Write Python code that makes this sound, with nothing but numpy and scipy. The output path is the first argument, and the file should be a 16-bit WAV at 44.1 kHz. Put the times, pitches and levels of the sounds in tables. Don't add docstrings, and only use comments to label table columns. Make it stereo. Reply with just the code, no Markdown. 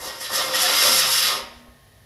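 import sys
import numpy as np
from scipy import signal
from scipy.fft import rfft, irfft
from scipy.io import wavfile

SR = 44100
rng = np.random.default_rng(int(sys.argv[2]) if len(sys.argv) > 2 else 0)


def unload_audio(sound):
    columns = np.transpose(np.atleast_2d(sound))
    steps = np.round(np.clip(columns, -1, 1) * 32767)
    wavfile.write(sys.argv[1], SR, steps.astype(np.int16))


N = 90404
T = np.arange(N) / SR
HZ = np.arange(N // 2 + 1) * SR / N + 1e-3
ALIKE_HZ = 740


def undb(db):
    return np.exp(np.asarray(db) * (np.log(10) / 20))


def unit(x):
    return x / np.sqrt(np.mean(x ** 2))


def walk(rate):
    steps = rng.standard_normal(1024)
    return 1.2 * np.interp(T * rate, np.arange(len(steps)), steps)


def fade(t60):
    return unit(np.exp(-np.log(1000) * T / t60)) / np.sqrt(N)


def swell(at, half_width):
    return np.exp(-.5 * ((T - at) / half_width) ** 2)


def pair(x):
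    alike = .92 / (1 + (HZ / ALIKE_HZ) ** 4)
    mid, side = rfft(x)
    mid, side = mid * np.sqrt(1 + alike), side * np.sqrt(1 - alike)
    return unit(irfft(np.array([mid + side, mid - side]), N))


def diffuse():
    return pair(rng.standard_normal((2, N)))


def convolve(x, response):
    return signal.fftconvolve(np.atleast_2d(x), response, axes=1)[:, :N]


def colour(x, curve):
    hz, *sides = np.array(curve, float).T
    gain = undb([np.interp(np.log(HZ), np.log(hz), db) for db in sides])
    cepstrum = irfft(np.log(gain), N)
    cepstrum[:, 1:N // 2] *= 2
    cepstrum[:, N // 2:] = 0
    response = irfft(np.exp(rfft(cepstrum)), N)
    return convolve(x, unit(response) / np.sqrt(N))


def hum():
    # centre in Hz, width in Hz, level in dB.
    hum_bands = [(56, 14, -63), (101, 4, -67), (135, 4, -64), (242, 4, -69), (400, 30, -72), (657, 30, -70),
                 (1077, 8, -72), (1244, 10, -75), (1825, 60, -67), (3106, 10, -76), (3720, 90, -77)]
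    power = 0
    for hz, width, db in hum_bands:
        band = 1 / (1 + (2 * (HZ - hz) / width) ** 2) ** 2
        power = power + undb(db) ** 2 * band / band.mean()
    return irfft(rfft(rng.standard_normal(N)) * np.sqrt(power), N)


def workshop():
    # frequency in Hz, left and right EQ of the air in dB.
    air_eq = [(25, -24, -42), (55, 2, 8), (136, -1.5, 3.5), (302, -11, -10.5), (664, -7, -1),
              (1430, -14, -14), (1850, 0.5, -7), (2240, -13, -10), (3830, -8.5, -15), (5570, -13, -17),
              (7900, -19.5, -22.5), (10700, -23, -9), (14600, -21, -21)]
    # start in seconds, decay time in seconds, pitch in Hz, level in dB.
    thumps = [(.01, 0.027, 60, -46), (.07, .035, 59.4, -45), (1.085, .02, 58, -52), (1.18, 0.023, 58, -50),
              (1.42, 0.16, 55.7, -47), (1.565, .02, 62, -47), (1.685, 0.03, 61, -41)]
    bed = undb(-53) * colour(diffuse(), air_eq) + hum()
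    for start, decay, hz, db in thumps:
        age = np.maximum(T - start, 0)
        bed += undb(db) * np.sin(2 * np.pi * hz * age) * np.exp(-age / decay)
    return bed


def wash(force):
    # band centre in Hz, time to fall 60 dB in seconds, relative level in dB.
    tail_bands = [(100, 0.7, -9), (300, 0.74, 0.5), (900, 1, -17.5), (2000, 0.66, -5.5), (5000, 0.25, -7),
                  (10000, 0.1, -1.5), (16000, 0.16, -4.5)]
    early_db, tail_db = -7, -0.5
    response = undb(early_db) * diffuse() * fade(t60=0.054)
    noise = rfft(diffuse())
    centres = np.log([row[0] for row in tail_bands])
    for share, (_, t60, db) in zip(np.eye(len(tail_bands)), tail_bands):
        band = np.interp(np.log(HZ), centres, share)
        response += undb(tail_db + db) * irfft(noise * band, N) * fade(t60)
    return convolve(force, response)


def squeals():
    # peak time in seconds, half-width in seconds, pitch in Hz, level before panning in dB.
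    locks = [(0.11, 0.046, 523, -50), (0.22, .03, 529, -41.5), (.39, 0.013, 530, -34.5),
             (0.393, .022, 589.6, -33.5), (0.55, 0.008, 1897, -26.5), (0.653, 0.013, 726, -28.5),
             (0.662, 0.007, 1734, -27), (.83, 0.035, 1895, -32), (0.913, 0.022, 245, -40),
             (.92, 0.13, 134, -52), (1.587, 0.1, 240, -52.5)]
    waver, right_lead_db = 0.00873, 4.5
    tones = np.zeros(N)
    for at, half_width, hz, db in locks:
        pitch = hz * (1 + waver * walk(rate=58.9))
        tone = np.sqrt(2) * np.sin(2 * np.pi * np.cumsum(pitch) / SR)
        tones += undb(db) * tone * swell(at, half_width)
    return tones * undb([[-right_lead_db / 2], [right_lead_db / 2]])


def barbecue(force):
    # pitch in Hz, time to fall 60 dB in seconds, left and right relative level in dB.
    modes = [(135, .8, -24, -22), (215, .6, -24, -22), (242, .8, -27, -25), (300, .6, -25, -23),
             (335, .6, -25, -23), (408, .55, -20, -23), (523, .4, -17, -16), (560, .3, -30, -25),
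             (595, .35, -32, -23), (685, .3, -28, -26), (764, .5, -24, -27), (923, .5, -22, -23),
             (948, .4, -32, -23), (1060, .6, -27, -22), (1079, .6, -25, -26), (1170, .4, -24, -28),
             (1255, .35, -24, -22), (1352, .45, -23, -28), (1410, .2, -24, -25), (1575, .2, -25, -24),
             (1230, .06, -23, -23), (1870, .05, -22, -22), (2095, .05, -23, -23), (3460, .05, -23, -23),
             (1790, .3, -25, -24), (1895, .3, -22, -24), (2078, .25, -23, -23), (2120, .25, -23, -23),
             (2470, .3, -26, -25), (3676, .25, -26, -29), (4052, .25, -25, -26), (4735, .12, -23, -23),
             (4892, .22, -26, -31), (5044, .22, -23, -27), (5370, .07, -21, -29), (6420, .15, -25, -23),
             (11000, .06, -24, -17), (11975, .2, -28, -21)]
    # frequency in Hz, change of drive in dB per second.
    drift = [(135, 10), (330, 0.5), (523, -6.5), (760, -0.5), (930, 0.5), (1400, 3.5), (1900, -8.5),
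             (3700, 3.5), (5000, 4.5)]
    drive_db, wander_db, midway_s = -4, 2.5, 0.74
    steel = np.zeros((2, N))
    for hz, t60, left_db, right_db in modes:
        travel_db = np.interp(hz, *np.array(drift).T) * (T - midway_s)
        drive = force * undb(drive_db + travel_db + wander_db * walk(rate=18.27))
        pole = np.exp((2j * np.pi * hz - np.log(1000) / t60) / SR)
        ring = signal.lfilter([np.sqrt(2 * (1 - abs(pole) ** 2))], [1, -pole], drive)
        phase = rng.uniform(-np.pi, np.pi) * min(hz / (4 * ALIKE_HZ), 1)
        steel += [undb(left_db) * ring.imag, undb(right_db) * (ring * np.exp(1j * phase)).imag]
    return steel


def grit():
    slips_per_s, size_spread_db, chatter_db = 10000, 3, 0.54
    catches = rng.random((2, N)) < slips_per_s / SR / 2
    slips = catches * rng.choice([-1, 1], (2, N))
    size = undb(size_spread_db * np.minimum(rng.exponential(size=(2, N)), 5))
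    return pair(slips * size * undb(chatter_db * walk(rate=328)))


def rubbing():
    # time in seconds, then the relative levels of the mid rasp, lows and treble in dB.
    strokes = [(0.0, -18, -7, -12), (0.077, -10.5, -2, -7.5), (0.108, -15, -6, -17.5),
               (0.193, -21.5, -16, -17), (0.208, -11, -5, -4), (0.245, -9, -12, -9), (0.285, -12, -33, -14),
               (0.3, -13.5, 0.5, -10), (0.354, -2, -1, 4), (0.398, 0, 4.5, -3.5), (0.45, -8, 0, -5),
               (0.519, -7.5, 0, -10.5), (0.552, 2, 1.5, 4), (0.575, 0.5, 1, -3), (0.618, 1, 0, 7.5),
               (0.67, 4, 0, -0.5), (0.7, 1, 7.5, 1.5), (0.78, 2.5, -2.5, 3.5), (0.825, 6, 6, 6.5),
               (0.88, 2.5, 3.5, 7), (0.93, 2, 2.5, 7), (0.994, 3, -2, 9), (1.02, 3.5, -2.5, -0.5),
               (1.084, -2.5, 6, 2.5), (1.114, 1, -12.5, 5.5), (1.27, 2.5, 0, 1.5), (1.349, -6, 0, -7.5),
               (1.42, -16.5, -8, -19.5)]
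    # peak time in seconds, half-width in seconds, upper edge in Hz, relative level in dB.
    light_touches = [(1.574, 0.031, 14600, -53.5), (1.668, 0.029, 730, -32)]
    rasp_db, low_db, treble_db = -16, -19.5, -16.5
    radiate_hz, low_edge_hz, treble_edge_hz = 86, 1240, 5300
    lift_s, lift_db_per_s = 1.401, 128.5
    spectrum = rfft(grit()) / (1 + (radiate_hz / HZ) ** 2)
    low = 1 / (1 + (HZ / low_edge_hz) ** 10)
    treble = 1 - 1 / (1 + (HZ / treble_edge_hz) ** 6)
    rasp = 1 - low - treble
    times, *curves = np.array(strokes).T
    force = np.zeros((2, N))
    for band, curve, db in zip((rasp, low, treble), curves, (rasp_db, low_db, treble_db)):
        force += irfft(spectrum * band, N) * undb(np.interp(T, times, curve) + db)
    force *= undb(-lift_db_per_s * np.maximum(T - lift_s, 0))
    for at, half_width, edge_hz, db in light_touches:
        brush = irfft(spectrum / (1 + (HZ / edge_hz) ** 4), N)
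        force += undb(db) * brush * swell(at, half_width)
    return force


def scene():
    # frequency in Hz, left and right EQ in dB.
    scrape_eq = [(98, -26, -27.5), (196, -26, -23), (324, -23, -21), (475, -13, -20), (532.5, -10.5, -7),
                 (756, -14.5, -6), (860, -25, -5), (1014, -7, -6.5), (1264, -6, -4.5), (1630, -9.5, -11.5),
                 (1975, -6.5, -6.5), (2590, -7.5, -8.5), (2750, -5, -4), (3550, -0.5, -4.5),
                 (4390, -3.5, -9), (5210, 3.5, -7), (5890, -5.5, -10.5), (7000, -11.5, -10.5),
                 (8400, -26.5, -13), (10000, -31, -10.5), (11200, -40, -8.5), (13440, -29.5, -19),
                 (14800, -55, -24.5)]
    force = rubbing()
    mono_force = force.sum(axis=0) / np.sqrt(2)
    steel = undb(-7.5) * force + wash(force) + barbecue(mono_force)
    return colour(steel, scrape_eq) + squeals() + workshop()


def record(dry):
    ceiling, top_hz = .95, 15500
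    rounded = dry / (1 + (dry / ceiling) ** 6) ** (1 / 6)
    return signal.sosfilt(signal.ellip(10, .2, 80, top_hz, fs=SR, output="sos"), rounded)


dry = scene()
out = record(dry)
unload_audio(out)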